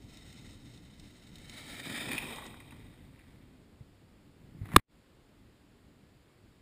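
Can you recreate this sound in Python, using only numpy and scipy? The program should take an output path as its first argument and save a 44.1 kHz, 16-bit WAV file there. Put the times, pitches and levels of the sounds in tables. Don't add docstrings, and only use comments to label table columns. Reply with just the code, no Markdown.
import sys
import numpy as np
from scipy import signal
from scipy.fft import rfft, irfft
from scipy.io import wavfile
from scipy.ndimage import uniform_filter1d

SR = 44100
rng = np.random.default_rng(int(sys.argv[2]) if len(sys.argv) > 2 else 0)


def file_out(sig):
    cols = np.atleast_2d(sig).T
    lim = np.clip(cols, -1, 1)
    pcm = np.round(lim * 32767).astype(np.int16)
    wavfile.write(sys.argv[1], SR, pcm)


N = 291711
TIME = np.arange(N) / SR
FREQS = np.fft.rfftfreq(8192, 1 / SR) + 1e-3

# time in seconds, level in dB.
WIND_LEVEL = [(0, -52), (.8, -55), (2.8, -54.5), (4, -58.5), (4.95, -63.5), (5.6, -62), (6.6, -65)]
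# frequency in Hz, gain in dB.
WIND_EQ = [(15, -8), (28, -2.5), (50, -1), (105, 1.5), (170, -2.5), (290, -4), (370, -15), (480, -22.5),
           (800, -29), (2000, -46)]
HISS_EQ = [(100, 5.5), (380, 12.5), (500, 9), (700, 4), (1200, 1), (2200, -1), (4800, -6), (5600, -11.5),
           (6030, -16), (6500, -12), (7300, -9), (11000, -16), (13000, -17.5), (15000, -17)]
# time in seconds, bearing (0 ahead, 1 alongside, 2 behind).
SLED_BEARING = [(0, 0), (1.35, 0.16), (1.6, 0.51), (1.8, 0.68), (2.0, 1.07), (2.22, 1.76), (2.36, 2)]
# centre in Hz, width in Hz, gain in dB.
AHEAD_MODES = [(654, 460, -6.5), (1380, 126, -4.5), (2016, 245, 1.5), (2600, 420, -5), (3060, 120, 0.5),
               (3740, 230, 3.5), (4150, 330, -4), (4910, 500, -12), (5350, 470, -4), (6600, 850, -6.5),
               (7830, 410, -12), (8230, 216, -3), (8920, 200, -10), (9750, 500, -16), (12200, 550, -21),
               (14400, 400, -16), (14960, 340, -19.5)]
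ALONGSIDE_MODES = [(670, 410, -5.5), (1346, 170, -4), (1824, 240, 3), (2270, 270, -10), (3160, 290, -4.5),
                   (3630, 430, -5.5), (4540, 470, -13.5), (5040, 480, -20), (7000, 650, -13.5),
                   (8140, 500, -11.5), (8410, 380, -10), (8900, 260, -14), (10210, 370, -16),
                   (13700, 400, -16), (14500, 330, -11.5), (15200, 250, -25)]
BEHIND_MODES = [(450.1, 310, -1.5), (950, 350, -2.5), (1958, 120, -2.5), (2360, 220, -5.5),
                (3200, 330, -6.5), (3726, 190, -1), (5100, 300, -16.5), (6940, 260, -17), (8330, 260, -7),
                (9610, 200, -15), (10000, 260, -18), (10830, 200, -21.5), (12900, 310, -21.5),
                (14000, 260, -18.5), (14450, 250, -14.5)]
# start and release in seconds, close-up level in dB.
RUNNER_CARVES = [(-.1, .52, -43), (.45, .76, -48), (.95, 1.1, -46.5), (1.35, 2.44, -44),
                 (2.58, 2.79, -51.5)]
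# first and last pitch in Hz, width in Hz, gain in dB.
GLIDING_MODES = [(2132, 2540, 250, -4.5), (3960, 3400, 260, -7.5), (4540, 5400, 280, -15.5),
                 (10030, 9450, 290, -14.5)]
# frequency in Hz, gain in dB.
HULL_EQ = [(25, -41), (60, -19.5), (110, -2.5), (170, -2), (240, 3.5), (330, -2), (450, -11.5),
           (800, -19.5), (1400, -36.5), (4000, -59.5)]
# start and release in seconds, level in dB.
HULL_HUMPS = [(1.72, 1.79, -59), (1.86, 1.92, -46), (2.04, 2.15, -45), (2.22, 2.26, -45.5)]
# time in seconds, relative level in dB.
RIDGE_HITS = [(.172, -37.5), (.327, -40.5), (.776, -44), (.997, -39), (1.27, -46.5), (1.356, -34.5),
              (1.383, -39), (1.496, -33), (2.219, -41), (2.359, -35), (2.455, -43), (2.464, -35.5)]
# start and release in seconds, level in dB.
DUST_SHOWERS = [(2.05, 2.28, -56.5), (2.65, 2.95, -67), (3.1, 3.27, -67.5)]
# frequency in Hz, gain in dB.
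DUST_EQ = [(200, -10), (500, -7.5), (1100, -6), (1500, -2), (2000, 4.5), (2450, 0), (2900, -8),
           (3700, -6.5), (5000, -18.5), (7500, -22), (8400, -16), (9700, -10), (11000, -24), (13000, -19),
           (14400, -15), (15500, -21)]
# time in seconds, peak in dB.
CRUMB_HITS = [(2.109, -34), (2.116, -25), (2.131, -26.5), (2.168, -39), (2.180, -23), (2.185, -26.5),
              (2.189, -49), (2.602, -43.5), (2.708, -42.5), (3.192, -52)]
CLOD_HITS = [(2.222, -36.5), (2.384, -33.5), (2.421, -40.5), (2.454, -42.5), (2.541, -42), (2.608, -51),
             (2.722, -46.5)]
# centre in Hz, width in Hz, gain in dB.
PING_MODES = [(1050, 210, -19), (2030, 160, -5), (2417, 210, 7), (3400, 670, -17), (5200, 350, -25),
              (6750, 350, -21), (9600, 260, -6), (14350, 390, -10.5)]
PLOP_MODES = [(980, 500, -6), (1900, 200, -7), (9700, 500, -32), (11000, 300, -21), (12700, 300, -26)]
# time in seconds, peak in dB, pitch in Hz.
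LOW_THUDS = [(3.808, -39, 125), (4.549, -40, 160), (4.614, -29, 105), (4.633, -35, 95), (4.742, -24, 170),
             (4.765, -19, 102), (4.7625, -13, 270)]
# frequency in Hz, gain in dB.
CRUST_EQ = [(200, 0), (600, -1.5), (1200, -1), (1550, -2.5), (2000, 3), (2800, -11), (3700, -10.5),
            (5000, -22.5), (6000, -23.5), (8300, -20), (10000, -13), (11500, -22), (13000, -21),
            (14300, -13), (15500, -21)]
ROLL_EQ = [(20, -7.5), (60, -1.5), (110, 3), (170, 1.5), (300, -6.5), (400, -18.5), (800, -30.5),
           (2000, -48)]
# time in seconds, peak in dB.
CRUST_SNAPS = [(4.617, -52), (4.656, -38), (4.689, -43.5), (4.718, -37), (4.736, -31.5), (4.745, -33),
               (4.782, -40)]
# time in seconds, relative level in dB.
MOUNT_HITS = [(4.76215, -8), (4.76316, 1.7), (4.76392, 0), (4.76483, 2.5), (4.76566, -.6)]
# centre in Hz, width in Hz, gain in dB.
MOUNT_MODES = [(280, 240, 5.5), (790, 360, -8), (1150, 560, -1), (1746, 420, -7), (2608, 700, -14),
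               (3550, 800, -9), (4875, 210, -22.5), (8300, 1000, -16.5), (10660, 380, -15.5),
               (13800, 900, -20)]
# centre in Hz, width in Hz, gain in dB.
MIC_DIPS = [(6020, 780, -7), (12300, 250, -18)]


def undb(db):
    return 10 ** (np.asarray(db) / 20)


def curve(rows):
    return np.interp(TIME, *np.transpose(rows))


def unit(x):
    return x / np.sqrt(np.mean(x ** 2))


def response(gain):
    cepstrum = irfft(np.log(gain + 1e-9))
    half = len(cepstrum) // 2
    cepstrum[1:half] *= 2
    cepstrum[half + 1:] = 0
    return irfft(np.exp(rfft(cepstrum)))[:half]


def colour(points):
    hz, db = np.transpose(points)
    return response(undb(np.interp(np.log(FREQS), np.log(hz), db)))


def resonances(modes, skirt_db=-19):
    power = 0
    for hz, width, db in modes:
        detune = ((FREQS ** 2 - hz ** 2) / (FREQS * width)) ** 2
        peak = 1 / (1 + detune / 2) ** 2
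        skirt = undb(skirt_db) ** 2 / (1 + detune / 10)
        power += undb(db) ** 2 * (peak + skirt)
    return response(np.sqrt(power))


def through(x, ring):
    return signal.fftconvolve(x, ring)[:N]


def rolloff(x, hz, kind):
    return signal.sosfilt(signal.butter(2, hz, kind, fs=SR, output="sos"), x)


def noise(eq):
    return unit(through(rng.standard_normal(N), colour(eq)))


def wobble(rate):
    hold = max(int(SR / rate), 1)
    steps = np.repeat(rng.standard_normal(N // hold + 1), hold)
    return unit(uniform_filter1d(steps, hold)[:N])


def grains(rate, spread_db):
    breaks = rng.random(N) < rate / SR
    polarity = rng.choice([-1, 1], N)
    size = undb(spread_db * np.minimum(rng.exponential(size=N), 5))
    return unit(breaks * polarity * size)


def bursts(events, ring, decay_s):
    out, age = np.zeros(N + len(ring)), TIME[:len(ring)]
    for start, db in events:
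        push = rng.standard_normal(len(age)) * np.exp(-age / decay_s)
        hit = signal.fftconvolve(push, ring)[:len(age)]
        out[int(start * SR):][:len(age)] += undb(db) * hit / np.abs(hit).max()
    return out[:N]


def swell(start, end, attack_s, release_s):
    return np.clip((TIME - start) / attack_s, 0, 1) * np.exp(-np.maximum(TIME - end, 0) / release_s)


def swells(rows, attack_s, release_s):
    return np.sqrt(sum((undb(db) * swell(start, end, attack_s, release_s)) ** 2
                       for start, end, db in rows))


def nearness(passes_s=2.037, speed_m_s=7.0, closest_m=1.6):
    return closest_m / np.hypot(closest_m, speed_m_s * (TIME - passes_s))


def runner_level(glide_db=-53, hidden_from_s=2.6, fade_db_per_s=12.5):
    bite = np.hypot(undb(glide_db), swells(RUNNER_CARVES, attack_s=0.25, release_s=0.065))
    shade = undb(-fade_db_per_s * np.maximum(TIME - hidden_from_s, 0))
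    return bite * nearness() * shade


def air(flutter_db=1.9, hiss_db=-66.5):
    wind = noise(WIND_EQ) * undb(curve(WIND_LEVEL) + flutter_db * wobble(14))
    return wind + undb(hiss_db) * noise(HISS_EQ)


def scrape(judder_db=1.77, surge_db=0.62, abreast_db=-1):
    rub, bearing, rush = grains(7000, spread_db=1.5), curve(SLED_BEARING), 0
    for direction, modes in enumerate([AHEAD_MODES, ALONGSIDE_MODES, BEHIND_MODES]):
        crossfade = np.clip(1 - np.abs(bearing - direction), 0, 1)
        rush += crossfade * unit(through(rub, resonances(modes)))
    abreast = np.sqrt(np.clip(1 - np.abs(bearing - 1), 0, 1))
    slips = undb(judder_db * wobble(110) + surge_db * wobble(25))
    return (rush * undb(abreast_db * abreast) + abreast * pass_sweep()) * runner_level() * slips


def pass_sweep(start_s=1.5, end_s=2.32):
    progress, out = np.interp(TIME, [start_s, end_s], [0, 1]), 0
    for first_hz, last_hz, width, db in GLIDING_MODES:
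        rub = grains(3000, spread_db=2.5) + 1j * grains(2700, spread_db=2.5)
        band = rolloff(rub, width / 2, "low")
        cycles = np.cumsum(first_hz + (last_hz - first_hz) * progress) / SR
        out += undb(db) * unit(np.real(band * np.exp(2j * np.pi * cycles)))
    return out


def grit(gain_db=-12):
    ticks = through(grains(110, spread_db=1), resonances(AHEAD_MODES))
    facing = np.clip(1 - curve(SLED_BEARING), 0, 1)
    return undb(gain_db) * unit(rolloff(ticks, 3200, "high")) * runner_level() * facing


def hull(closest_db=-47, falloff=1.8, rough_db=0.5):
    jolts = grains(900, spread_db=3.1) * undb(rough_db * wobble(30))
    drum = unit(through(jolts, colour(HULL_EQ)))
    humps = swells(HULL_HUMPS, attack_s=0.012, release_s=0.023)
    return drum * np.hypot(undb(closest_db) * nearness() ** falloff, humps)


def ridge_cracks(gain_db=-4):
    cracks = bursts(RIDGE_HITS, resonances(AHEAD_MODES), decay_s=0.0042)
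    return undb(gain_db) * rolloff(cracks, 2500, "high")


def dust():
    patter = unit(through(grains(700, spread_db=2.9), colour(DUST_EQ)))
    return patter * swells(DUST_SHOWERS, attack_s=0.093, release_s=0.18)


def spray(start_s=2.105, end_s=2.155, attack_s=0.013, level_db=-43.5, ping_db=-1):
    rattle = unit(through(grains(2500, spread_db=1.5), resonances(ALONGSIDE_MODES)))
    rattle *= swell(start_s, end_s, attack_s, release_s=0.0094)
    pings = unit(through(grains(400, spread_db=1.6), resonances(PING_MODES)))
    pings *= swell(start_s, end_s, attack_s, release_s=0.18)
    return undb(level_db) * (rattle + undb(ping_db) * pings)


def crumbs():
    return bursts(CRUMB_HITS, resonances(PING_MODES), decay_s=0.0028)


def clods():
    return bursts(CLOD_HITS, resonances(PLOP_MODES), decay_s=0.0067)


def thuds(decay_cycles=0.62):
    out = 0
    for start, db, hz in LOW_THUDS:
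        cycles = np.maximum(TIME - start, 0) * hz
        thud = np.sin(2 * np.pi * cycles) * np.sqrt(cycles) * np.exp(-cycles / decay_cycles)
        out -= undb(db) * thud / np.abs(thud).max()
    return out


def tipping(leans_s=4.33, lands_s=4.745, rests_s=4.8, crumble_db=1.2, creep_db=-79):
    crust = colour(CRUST_EQ)
    to_landing_s = np.maximum(lands_s - TIME, 0)
    crunch_db = -49 - 161 * to_landing_s
    rumble_db = -47 - 32 * to_landing_s
    crumble = grains(2500, spread_db=2.6) * undb(crumble_db * wobble(180))
    crunch = unit(through(crumble, crust)) * (undb(creep_db) + undb(crunch_db))
    rumble = noise(ROLL_EQ) * undb(rumble_db)
    snaps = bursts(CRUST_SNAPS, crust, decay_s=0.0037)
    return (crunch + rumble) * swell(leans_s, rests_s, attack_s=0.062, release_s=0.012) + snaps


def knock(gain_db=4):
    blows, ring = np.zeros(N), resonances(MOUNT_MODES)
    for start, db in MOUNT_HITS:
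        blows[int(start * SR)] += undb(db)
    return undb(gain_db) * through(blows, ring / np.abs(ring).max())


def scene():
    sled_pass = scrape() + grit() + hull() + spray() + ridge_cracks() + crumbs() + clods() + dust()
    return (sled_pass + air() + thuds() + tipping() + knock())[None]


def overload_guard(x, threshold=0.5, lag_s=0.038, hold_s=0.069, release_s=0.021, depth_db=-32):
    overload_s = np.min(TIME[np.abs(x) > threshold], initial=np.inf)
    since = TIME - overload_s - lag_s
    duck = (since > 0) * np.exp(-np.maximum(since - hold_s, 0) / release_s)
    return x * undb(depth_db * duck)


def record(dry, ceiling=0.93, top_hz=15300):
    x = ceiling * np.tanh(dry[0] / ceiling)
    for hz, width, db in MIC_DIPS:
        band = signal.lfilter(*signal.iirpeak(hz, hz / width, fs=SR), x)
        x = x - (1 - undb(db)) * band
    x = overload_guard(rolloff(x, 18, "high"))
    top_cut = signal.ellip(12, 0.2, 90, top_hz, fs=SR, output="sos")
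    return signal.sosfilt(top_cut, x)[None]


dry = scene()
out = record(dry)
file_out(out)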